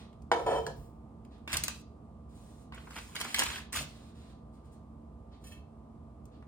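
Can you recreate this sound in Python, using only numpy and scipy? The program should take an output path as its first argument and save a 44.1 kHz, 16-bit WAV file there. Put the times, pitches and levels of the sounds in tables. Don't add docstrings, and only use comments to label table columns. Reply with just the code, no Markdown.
import sys
import numpy as np
from scipy import signal
from scipy.fft import rfft, irfft, next_fast_len
from scipy.io import wavfile
from scipy.ndimage import uniform_filter1d, map_coordinates

SR = 44100
rng = np.random.default_rng(int(sys.argv[2]) if len(sys.argv) > 2 else 0)


def generate_wav(sig):
    pcm = np.round(np.clip(np.atleast_2d(sig).T, -1, 1) * 32767).astype(np.int16)
    wavfile.write(sys.argv[1], SR, pcm)


N = 285327

# start and hold in seconds, level in dB, extra treble in dB.
BRUSHES = [(-0.05, 0.042, -52.5, -9), (1.294, 0.065, -68, -13), (2.272, 0.36, -74, 4),
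           (2.333, 0.3, -76.5, 8.5), (3.86, 0.23, -63.5, -1), (4.134, 0.18, -65.5, -3),
           (4.514, 0.039, -73, 1), (4.63, 0.028, -73, 1.5), (4.702, 0.03, -73.5, 7), (5.3, 0.04, -65, -21),
           (5.398, 0.069, -73.5, 4.5), (6.302, 0.045, -69, -23)]
# frequency in Hz, level in dB.
CLOTH_COLOUR = [(1000, 0.5), (2200, -5), (3000, -4.5), (3900, -0.5), (5200, -8), (6400, -7.5), (7500, -8),
                (8300, -7.5), (9100, -6.5), (10500, -10), (13000, -15), (16500, -19)]
# multiple of the turning rate, level in dB.
FAN_TONES = [(1, -57), (2, -63), (3, -58), (4, -71), (9, -77)]
FRIDGE_TONES = [(1, -58), (2, -63), (3, -68), (7, -76), (8, -75), (13, -81), (14, -81), (15, -77),
                (17, -76), (18, -82), (19, -79), (20, -74), (21, -81)]
# frequency in Hz, level in dB.
AIR_COLOUR = [(15, -45), (25, -24.5), (65, 5), (118, -6), (232, -5), (378, -14.5), (568, -17.5),
              (669, -13.5), (831, -21.5), (1180, -24.5), (1640, -40), (6040, -51.5), (8830, -49),
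              (11900, -58), (16500, -68)]
# frequency in Hz, likeness (1 means the same).
AIR_LIKENESS = [(60, 0.92), (290, 1), (640, 0.13), (1400, 0.071), (4000, 0.079), (12000, 0.12)]
# start in seconds, low, middle and treble levels in dB, pitch in Hz, rise in ms.
SNAPS_AND_TICKS = [(0.128, -68, -64, -67, 1240, 1.9), (0.218, -93, -70, -60, 7000, 2.5),
                   (1.2484, -70.5, -62, -62.5, 2500, 1.5), (1.379, -68, -74, -71, 2500, 2),
                   (1.4752, -38.5, -37.5, -44, 1440, 1.5), (1.5175, -47.5, -34.5, -35, 1765, 3),
                   (1.5288, -30.5, -29.5, -25.5, 2465, 1.5), (1.5360, -41.5, -30, -28, 1195, 2.6),
                   (1.543, -38, -36, -37.5, 1215, 2), (1.5533, -31.5, -40, -45, 1450, 2),
                   (1.5685, -42, -29.5, -20.5, 4900, 1), (1.636, -40.5, -32, -20, 3740, 1.3),
                   (1.681, -38.5, -29, -26, 1540, 0.61), (2.7217, -42.5, -51, -64, 3900, 1.2),
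                   (2.744, -44, -66, -47, 880, 2), (2.7755, -45, -50, -70, 2300, 3),
                   (2.870, -41.5, -69, -65, 1020, 3.5), (2.9053, -45.5, -50, -52, 1400, 2.5),
                   (2.917, -49.5, -64, -58, 1100, 2.4), (2.9559, -44.5, -45.5, -48, 2600, 3),
                   (2.962, -36, -43, -45.5, 1600, 3), (2.972, -42.5, -42.5, -57, 1750, 3.5),
                   (2.981, -43.5, -41, -44.5, 2120, 3.7), (3.1491, -43.5, -45, -44, 4960, 2),
                   (3.1536, -41.5, -39.5, -35, 1780, 1.6), (3.1613, -41.5, -30, -41, 1990, 2.5),
                   (3.2, -43, -40, -34.5, 2500, 2), (3.2058, -39, -36.5, -36.5, 1540, 1.5),
                   (3.2116, -35.5, -32, -30, 4030, 1.5), (3.2435, -39.5, -47, -38.5, 1690, 2),
                   (3.2481, -38, -42.5, -48.5, 1335, 2), (3.3426, -35.5, -21, -25, 3300, 1.8),
                   (3.361, -42, -35, -30, 4500, 1.5), (3.3748, -37, -33.5, -42, 1800, 2.2),
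                   (3.3834, -35.5, -31.5, -27.5, 2250, 2), (3.391, -27.5, -23.5, -18.5, 2440, 1.6),
                   (3.3973, -26, -28.5, -26, 1300, 2.3), (3.408, -29, -31.5, -28, 1710, 5.5),
                   (3.4182, -23.5, -32.5, -40, 1160, 2.63), (3.4328, -32, -35, -24.5, 1750, 2.5),
                   (3.4571, -41, -30.5, -36, 1100, 2.5), (3.4625, -38, -35.5, -42.5, 2600, 2),
                   (3.486, -38.5, -38, -45, 1750, 2), (3.500, -37, -37, -46, 2700, 1.4),
                   (3.533, -40, -39, -47, 1800, 2.5), (3.556, -43, -35, -50, 2000, 2.5),
                   (3.7276, -49, -37, -30.5, 2630, 1.9), (3.7552, -37.5, -36.5, -33, 2990, 2),
                   (3.76, -36.5, -32.5, -30.5, 1720, 2.5), (3.7679, -41.5, -32, -33, 1730, 2.6),
                   (3.787, -47, -33.5, -36.5, 4660, 2), (6.254, -80, -75.5, -56.5, 7500, 1.3),
                   (6.4235, -54, -67, -71, 1750, 1.6)]
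# frequency in Hz, level in dB.
FOIL_BOOM = [(120, -24.5), (250, 4.5), (500, -12), (900, -5.5), (1500, -11), (3000, -50.5)]
FOIL_MIDDLE = [(300, -15.5), (700, -9.5), (1000, -4.5), (1700, -2.5), (2600, 2), (3400, -0.5), (5000, -9.5),
               (8000, -41)]
FOIL_TREBLE = [(2500, -28), (4300, 1), (5200, 0), (6300, 6), (8500, 3.5), (10500, 3), (12500, 1.5),
               (15000, -4), (16500, -23.5)]
# time in seconds, level in dB, extra treble in dB.
PRESSES = [
    [(1.478, -47.5, -12.5), (1.55, -43, -6.5), (1.6, -59.5, -9), (1.7, -56.5, 1.5), (1.76, -69.5, 7),
     (1.82, -78.5, 11.5)],
    [(2.724, -57.5, -15), (2.89, -71.5, 3), (2.92, -63, -1), (2.95, -60.5, 0.5), (2.985, -52.5, -3),
     (3.03, -63.5, 4.5), (3.14, -63.5, -1), (3.2, -48.5, -3.5), (3.335, -50.5, -2), (3.46, -46.5, 0),
     (3.585, -45.5, -8), (3.62, -59, -5.5), (3.68, -81, -2)],
    [(3.724, -54.5, 6.5), (3.732, -45.5, 4), (3.76, -40.5, 1), (3.83, -51, 4.5), (3.85, -62, -2),
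     (3.92, -78.5, 9.5)],
]
# start in seconds, then thump, click and ring of the tongs in dB.
BLOWS = [(0.3162, -7, -27, -36), (0.3189, -9, -33, -40), (0.3250, -14, -38, -54), (0.3325, -20, -38, -54),
         (0.3370, -18, -35, -54), (0.4685, -25, -44, -44), (0.6655, -40, -25, -28)]
# pitch in Hz, width in Hz (wider dies sooner), level in dB.
PAN_MODES = [(335, 32, -11.5), (386, 22, -13), (461, 16.8, 2), (563, 33, -4.5), (630, 14, -11),
             (700, 53, -4), (771, 16, -16), (968, 42, -2.5), (925, 400, -11), (994, 46, -11),
             (1300, 45, -14), (1660, 32, -15.5), (1770, 60, -16), (2280, 90, -20), (2636, 140, -17.5),
             (3098, 55, -10.5), (3530, 204, -10.5), (4350, 90, -9), (4900, 80, -8.5), (6070, 76, -8),
             (6930, 68, -11), (7700, 110, -38), (9600, 160, -30), (11000, 240, -13)]
PAN_FLOOR_MODES = [(960, 260, 34.5)]
TONG_MODES = [(1360, 230, -14), (1690, 67, -7), (4200, 110, -16.5), (4700, 50, -11.5)]
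# frequency in Hz, level in dB.
STEEL_COLOUR = [(600, 4.5), (1500, -1.5), (5000, 1.5), (8000, -2), (10500, -6), (13000, -8.5), (15500, -17),
                (16500, -44.5)]
# start and hold in seconds, level in dB, bright part at full force in dB.
DRAGS = [(0.34, 0.062, -32.5, -30), (0.46, 0.11, -26, -29), (0.667, 0.0023, -34.5, -29)]
# start and hold in seconds, level in dB.
THUDS = [(0.401, 0.3, -47), (0.75, 0.1, -48.5), (1.525, 0.03, -39), (3.42, 0.066, -46.5),
         (3.762, 0.058, -44.5)]
# frequency in Hz, level in dB.
COUNTER_COLOUR = [(25, -23), (45, 4), (65, 9.5), (100, -9), (150, 1), (260, -41.5)]
# start and hold in seconds, level in dB.
SKIDS = [(0.466, 0.045, -51.5), (0.552, 0.019, -48.5), (0.625, 0.03, -66)]
# start and hold in seconds, level in dB, extra treble in dB.
SLIDES = [(5.436, 0.0063, -56, 4), (5.464, 0.0038, -62.5, 10.5), (5.506, 0.011, -61, -1),
          (5.516, 0.0054, -55.5, -3.5), (5.564, 0.02, -69, -8.5)]
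# pitch in Hz, width in Hz, level in dB.
TOUCHED_PAN_MODES = [(1806, 32, 4.5), (2224, 25, 7), (2640, 42, 9.5), (3100, 14, 12.5), (3240, 20, 8),
                     (3370, 30, 3), (4200, 110, 0), (4940, 90, -2), (5880, 130, -1.5), (7100, 120, 1),
                     (8220, 110, -4.5), (9100, 94, -0.5), (10080, 64, 0.5), (11130, 150, 4.5),
                     (14000, 1500, -13.5)]
# frequency in Hz, seconds to fade by 60 dB.
ECHO_FADE = [(300, 0.55), (1500, 0.29), (5000, 0.38), (12000, 0.055)]
# frequency in Hz, level in dB.
ECHO_LEVEL = [(200, -8), (400, -5), (700, -8.5), (2500, -6.5), (5000, -9.5), (9000, -8), (12000, -11.5),
              (15000, -14)]
# frequency in Hz, lead in radians.
PORT_LEAD = [(0, 0), (780, .9), (1810, .7), (2330, 1.6), (3100, 1.8), (4820, 5.0), (5940, 9.3), (7920, 6.5),
             (9560, 5.9), (11200, 3.4), (12700, 3.0), (14300, .4), (16400, -.2)]
# frequency in Hz, left minus right in dB.
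PORT_BALANCE = [(60, -2), (110, -3.5), (200, -2.5), (380, -3), (700, 0), (1290, -1), (2380, -2), (4400, -2),
                (8120, 1), (15000, -0.5)]


def amp(db):
    return np.exp(np.asarray(db) * (np.log(10) / 20))


def unit(x):
    return x / np.sqrt(np.mean(x ** 2) + 1e-20)


def along(points, hz):
    freqs, values = np.transpose(points)
    return np.interp(np.log(hz + 1), np.log(freqs + 1), values)


def wobble(per_s):
    steps = np.arange(0, N + 16, 16)
    values = rng.standard_normal(int(N * per_s / SR) + 4)
    return np.interp(np.arange(N), steps, map_coordinates(values, [steps * per_s / SR]))


def filtered(x, response):
    size = next_fast_len(N + SR // 2)
    return irfft(rfft(x, size) * response(np.fft.rfftfreq(size, 1 / SR)), size)[..., :N]


def muffled(x, above_hz):
    return filtered(x, lambda hz: 1 / (1 + (hz / above_hz) ** 6))


def coloured(x, colour):
    return unit(filtered(x, lambda hz: amp(along(colour, hz))))


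def ringing(x, modes):
    return filtered(x, lambda hz: sum(
        (-1) ** k * amp(db) * 1j * hz * width / (pitch ** 2 - hz ** 2 + 1j * hz * width)
        for k, (pitch, width, db) in enumerate(modes)))


def grains(per_s, spread_db, smooth):
    hits = rng.random(N) < per_s / SR
    clicks = hits * amp(spread_db * rng.standard_normal(N)) * rng.choice([-1, 1], N)
    return unit(unit(clicks) + smooth * rng.standard_normal(N))


def strokes(rows, attack_s, release_db_per_s, sag_db_per_s=0):
    start, hold, db = np.transpose(rows)[:3, :, None]
    t = np.arange(N) / SR - start
    fall_db = sag_db_per_s * np.clip(t, 0, hold) + release_db_per_s * np.clip(t - hold, 0, None)
    return np.clip(t / attack_s, 0, 1) ** 2 * amp(db - fall_db)


def rubbed(noise, levels, rows, treble_hz):
    dull = muffled(noise, treble_hz)
    treble_gains = amp(np.transpose(rows)[-1])
    return levels.sum(axis=0) * dull + treble_gains @ levels * (noise - dull)


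def brushing():
    levels = strokes(BRUSHES, attack_s=0.025, release_db_per_s=289, sag_db_per_s=16.5)
    hiss = amp(0.72 * wobble(30)) * coloured(rng.standard_normal(N), CLOTH_COLOUR)
    return rubbed(hiss, levels, BRUSHES, treble_hz=5780)


def motor_hum(turn_hz, tones, waver_db, gain_db):
    phase = 2 * np.pi * turn_hz * np.cumsum(1 + .0008 * wobble(2.5)) / SR
    return sum(amp(db + gain_db + waver_db * wobble(3)) * np.sin(k * phase + 2 * np.pi * rng.random())
               for k, db in tones)


def air():
    def share(hz):
        angle = np.arccos(np.clip(along(AIR_LIKENESS, hz), -1, 1)) / 2
        return amp(along(AIR_COLOUR, hz)) * [np.cos(angle), np.sin(angle)]
    mid, side = filtered(rng.standard_normal((2, N)), share)
    return amp(-52 + 0.2 * wobble(0.89)) * unit(np.array([mid + side, mid - side]))


def snaps_and_ticks():
    fade_s = np.array([[.028], [.028], [.02]])
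    ping_cycles, after_fade_s = 22, 0.14
    levels, pings, after = np.zeros((3, N + SR)), np.zeros(N + SR), np.zeros((2, N + SR))
    t = np.arange(SR // 3) / SR
    for start, low_db, middle_db, treble_db, ping_hz, rise_ms in SNAPS_AND_TICKS:
        span = slice(round(start * SR), round(start * SR) + len(t))
        rise_s = rise_ms / 1000
        rise = 1 - np.exp(-(t / rise_s) ** 2)
        bands_db = np.array([[low_db], [middle_db], [treble_db]])
        ping_db = bands_db.max() - 11 - 60 * t * ping_hz / ping_cycles
        pings[span] += rise * amp(ping_db) * np.sin(2 * np.pi * ping_hz * t)
        rattle_s = fade_s + 5.1 * rise_s
        levels[:, span] += rise * amp(bands_db - 60 * t / rattle_s)
        after_db = np.array([[middle_db - 19], [treble_db - 20]])
        after[:, span] += (rise * amp(after_db - 60 * t / after_fade_s)) ** 2
    shiver = amp(0.47 * wobble(540)) * rng.standard_normal(N)
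    rattle = coloured(shiver, FOIL_MIDDLE)
    low = muffled(rattle, above_hz=1720)
    knock = amp(-18) * coloured(shiver, FOIL_BOOM)
    bands = [unit(low) + knock, unit(rattle - low), coloured(shiver, FOIL_TREBLE)]
    return (levels[:, :N] * bands).sum(axis=0) + pings[:N], after[:, :N]


def foil_tinkle(per_s=260, centre_hz=2000, spread_octaves=.55, fade_cycles=30):
    shape, t = (round(per_s * N / SR), 1), np.arange(SR // 40) / SR
    starts = (rng.random(shape) * N).astype(int)
    hz = centre_hz * 2 ** (spread_octaves * rng.standard_normal(shape))
    db = 5 * rng.standard_normal(shape) - 60 * t * hz / fade_cycles
    pings = amp(db) * (1 - np.exp(-t / .001)) * np.sin(2 * np.pi * hz * t)
    samples = starts + np.arange(len(t))
    return unit(np.bincount(samples.ravel(), pings.ravel())[:N])


def foil_crackle(after_snaps):
    t = np.arange(N) / SR
    times, press_db, treble_db = np.transpose(np.vstack(PRESSES))
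    pressing = sum((t >= rows[0][0]) & (t <= rows[-1][0]) for rows in PRESSES) > 0
    press = amp(np.interp(t, times, press_db)) * uniform_filter1d(pressing * 1., size=80)
    press_treble = press * amp(np.interp(t, times, treble_db))
    middle, treble = np.sqrt(after_snaps + np.array([press, press_treble]) ** 2)
    boom = amp(-24.5) * middle ** 0.68
    flips = grains(per_s=4000, spread_db=3, smooth=0.79)
    layers = [(FOIL_BOOM, boom), (FOIL_MIDDLE, middle), (FOIL_TREBLE, treble)]
    crackle = sum(level * amp(0.85 * wobble(70)) * coloured(flips, colour) for colour, level in layers)
    return crackle + amp(-3) * middle * foil_tinkle()


def wide_sheet(x, depth_db=1.6, wander_rad=0.6):
    hz, _, spectrum = signal.stft(x, SR, nperseg=256)

    def patches(bins, frames):
        noise = rng.standard_normal(spectrum.shape)
        return unit(uniform_filter1d(uniform_filter1d(noise, bins, axis=0), frames, axis=1))
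    gain = amp(depth_db * patches(2, 4) - depth_db ** 2 / 9)
    spin = np.exp(1j * wander_rad * patches(8, 8) / (1 + (hz[:, None] / 7500) ** 4))
    return signal.istft(spectrum * gain * [spin, 1 / spin], nperseg=256)[1][:, :N]


def foil(bounce_s=0.0019):
    snaps, after_snaps = snaps_and_ticks()
    sheet = wide_sheet(snaps + foil_crackle(after_snaps))
    return filtered(sheet, lambda hz: 1 + 0.075 * np.exp(-2j * np.pi * hz * bounce_s))


def pan_low(push):
    dull = filtered(push, lambda hz: (1j * hz / (220 + 1j * hz)) ** 2 / (1 + 1j * hz / 1300) ** 2)
    return ringing(dull, PAN_MODES)


def pan_high(push):
    bright = filtered(push, lambda hz: (1j * hz / (1500 + 1j * hz)) ** 3 / (1 + (hz / 11000) ** 8))
    return ringing(bright, PAN_MODES)


def tong_blows(crack_fade_s=0.03):
    thumps, clicks, taps, cracks = np.zeros((4, N))
    t = np.arange(SR // 20) / SR
    for start, thump_db, click_db, tongs_db in BLOWS:
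        at = round(start * SR)
        thumps[at], clicks[at], taps[at] = amp([thump_db, click_db, tongs_db])
        cracks[at:at + len(t)] += amp(click_db - 11 - 60 * t / crack_fade_s)
    tip = filtered(thumps, lambda hz: (1j * hz / (800 + 1j * hz)) ** 2)
    knock = filtered(ringing(thumps, PAN_FLOOR_MODES), lambda hz: 1 / (1 + 1j * hz / 2200) ** 3)
    arms = filtered(ringing(taps, TONG_MODES), lambda hz: 1 / (1 + 1j * hz / 7000) ** 2)
    ring = amp(41.5) * pan_low(tip) + knock + amp(20) * pan_high(clicks) + amp(43.5) * arms
    return ring, cracks * coloured(rng.standard_normal(N), STEEL_COLOUR)


def tong_drags():
    chatter = grains(per_s=950, spread_db=-3, smooth=0.91)
    force = strokes(DRAGS, attack_s=0.005, release_db_per_s=377, sag_db_per_s=30)
    bright = unit(unit(pan_high(chatter)) + 0.59 * coloured(chatter, STEEL_COLOUR))
    bright_level = amp(np.transpose(DRAGS)[-1]) @ force ** 0.67
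    return force.sum(axis=0) * unit(pan_low(chatter)) + bright_level * bright


def counter_thuds():
    level = strokes(THUDS, attack_s=.015, release_db_per_s=150.5).sum(axis=0)
    return level * coloured(amp(0.35 * wobble(4)) * rng.standard_normal(N), COUNTER_COLOUR)


def tong_squeaks(pitch_hz=3090, waver_hz=13):
    level = strokes(SKIDS, attack_s=0.012, release_db_per_s=298).sum(axis=0)
    flicker = amp(2 * wobble(68.3))
    phase = 2 * np.pi * np.cumsum(pitch_hz + waver_hz * wobble(59.8)) / SR
    return level * unit(flicker * np.sin(phase))


def fingertip():
    rub = grains(per_s=2500, spread_db=2, smooth=1.2)
    levels = strokes(SLIDES, attack_s=0.0069, release_db_per_s=349)
    skin = unit(unit(ringing(rub, TOUCHED_PAN_MODES)) + 0.5 * coloured(rub, CLOTH_COLOUR))
    return rubbed(skin, levels, SLIDES, treble_hz=3700)


def pan(dip_hz=1123, width_hz=260, depth=0.55):
    def dip(hz):
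        return 1 - depth * 1j * hz * width_hz / (dip_hz ** 2 - hz ** 2 + 1j * hz * width_hz)
    drags, finger, squeaks = tong_drags(), fingertip(), tong_squeaks()
    ring, cracks = tong_blows()
    return filtered(ring + drags, dip) + cracks + squeaks + finger


def kitchen_echo(x, renew_s=.25, alike_below_hz=450):
    step, length = round(renew_s * SR), SR // 2
    delay = 260
    blocks = np.pad(x, (delay, step - (N + delay) % step)).reshape(-1, 1, step)
    freqs, t, noise = signal.stft(rng.standard_normal((len(blocks), 2, length)), SR, nperseg=256)
    fade = amp(-60 * t / along(ECHO_FADE, freqs)[:, None])
    tails = signal.istft(noise * fade, SR, nperseg=256)[1][..., :length]
    echoes = signal.fftconvolve(blocks, tails / np.linalg.norm(tails[0, 0]), axes=2)
    both = np.zeros((2, N + 2 * step + length))
    for k, echo in enumerate(echoes):
        both[:, k * step:][:, :echo.shape[1]] += echo
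    left, right = filtered(both[:, :N], lambda hz: amp(along(ECHO_LEVEL, hz)))
    mid = (left + right) / 2
    side = filtered((left - right) / 2, lambda hz: hz ** 2 / (hz ** 2 + alike_below_hz ** 2))
    return np.array([mid + side, mid - side])


def scene():
    struck, crumpled, brushed = pan(), foil(), brushing()
    echo = kitchen_echo(struck + crumpled.mean(axis=0) + amp(6.5) * brushed)
    fan = motor_hum(turn_hz=75.16, tones=FAN_TONES, waver_db=0.53, gain_db=2)
    fridge = motor_hum(turn_hz=59.5, tones=FRIDGE_TONES, waver_db=1.8, gain_db=2.5)
    return struck + crumpled + brushed + echo + counter_thuds() + fan + fridge + air()


def record(dry):
    bass_hz, top_hz = 30, 16500
    half = np.array([[.5], [-.5]])

    def response(hz):
        balance = amp(half * along(PORT_BALANCE, hz))
        lead = np.exp(1j * half * np.interp(hz, *np.transpose(PORT_LEAD)))
        return balance * lead * (1j * hz / (bass_hz + 1j * hz)) ** 3 * (hz < top_hz)
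    return filtered(dry, response)


dry = scene()
out = record(dry)
generate_wav(out)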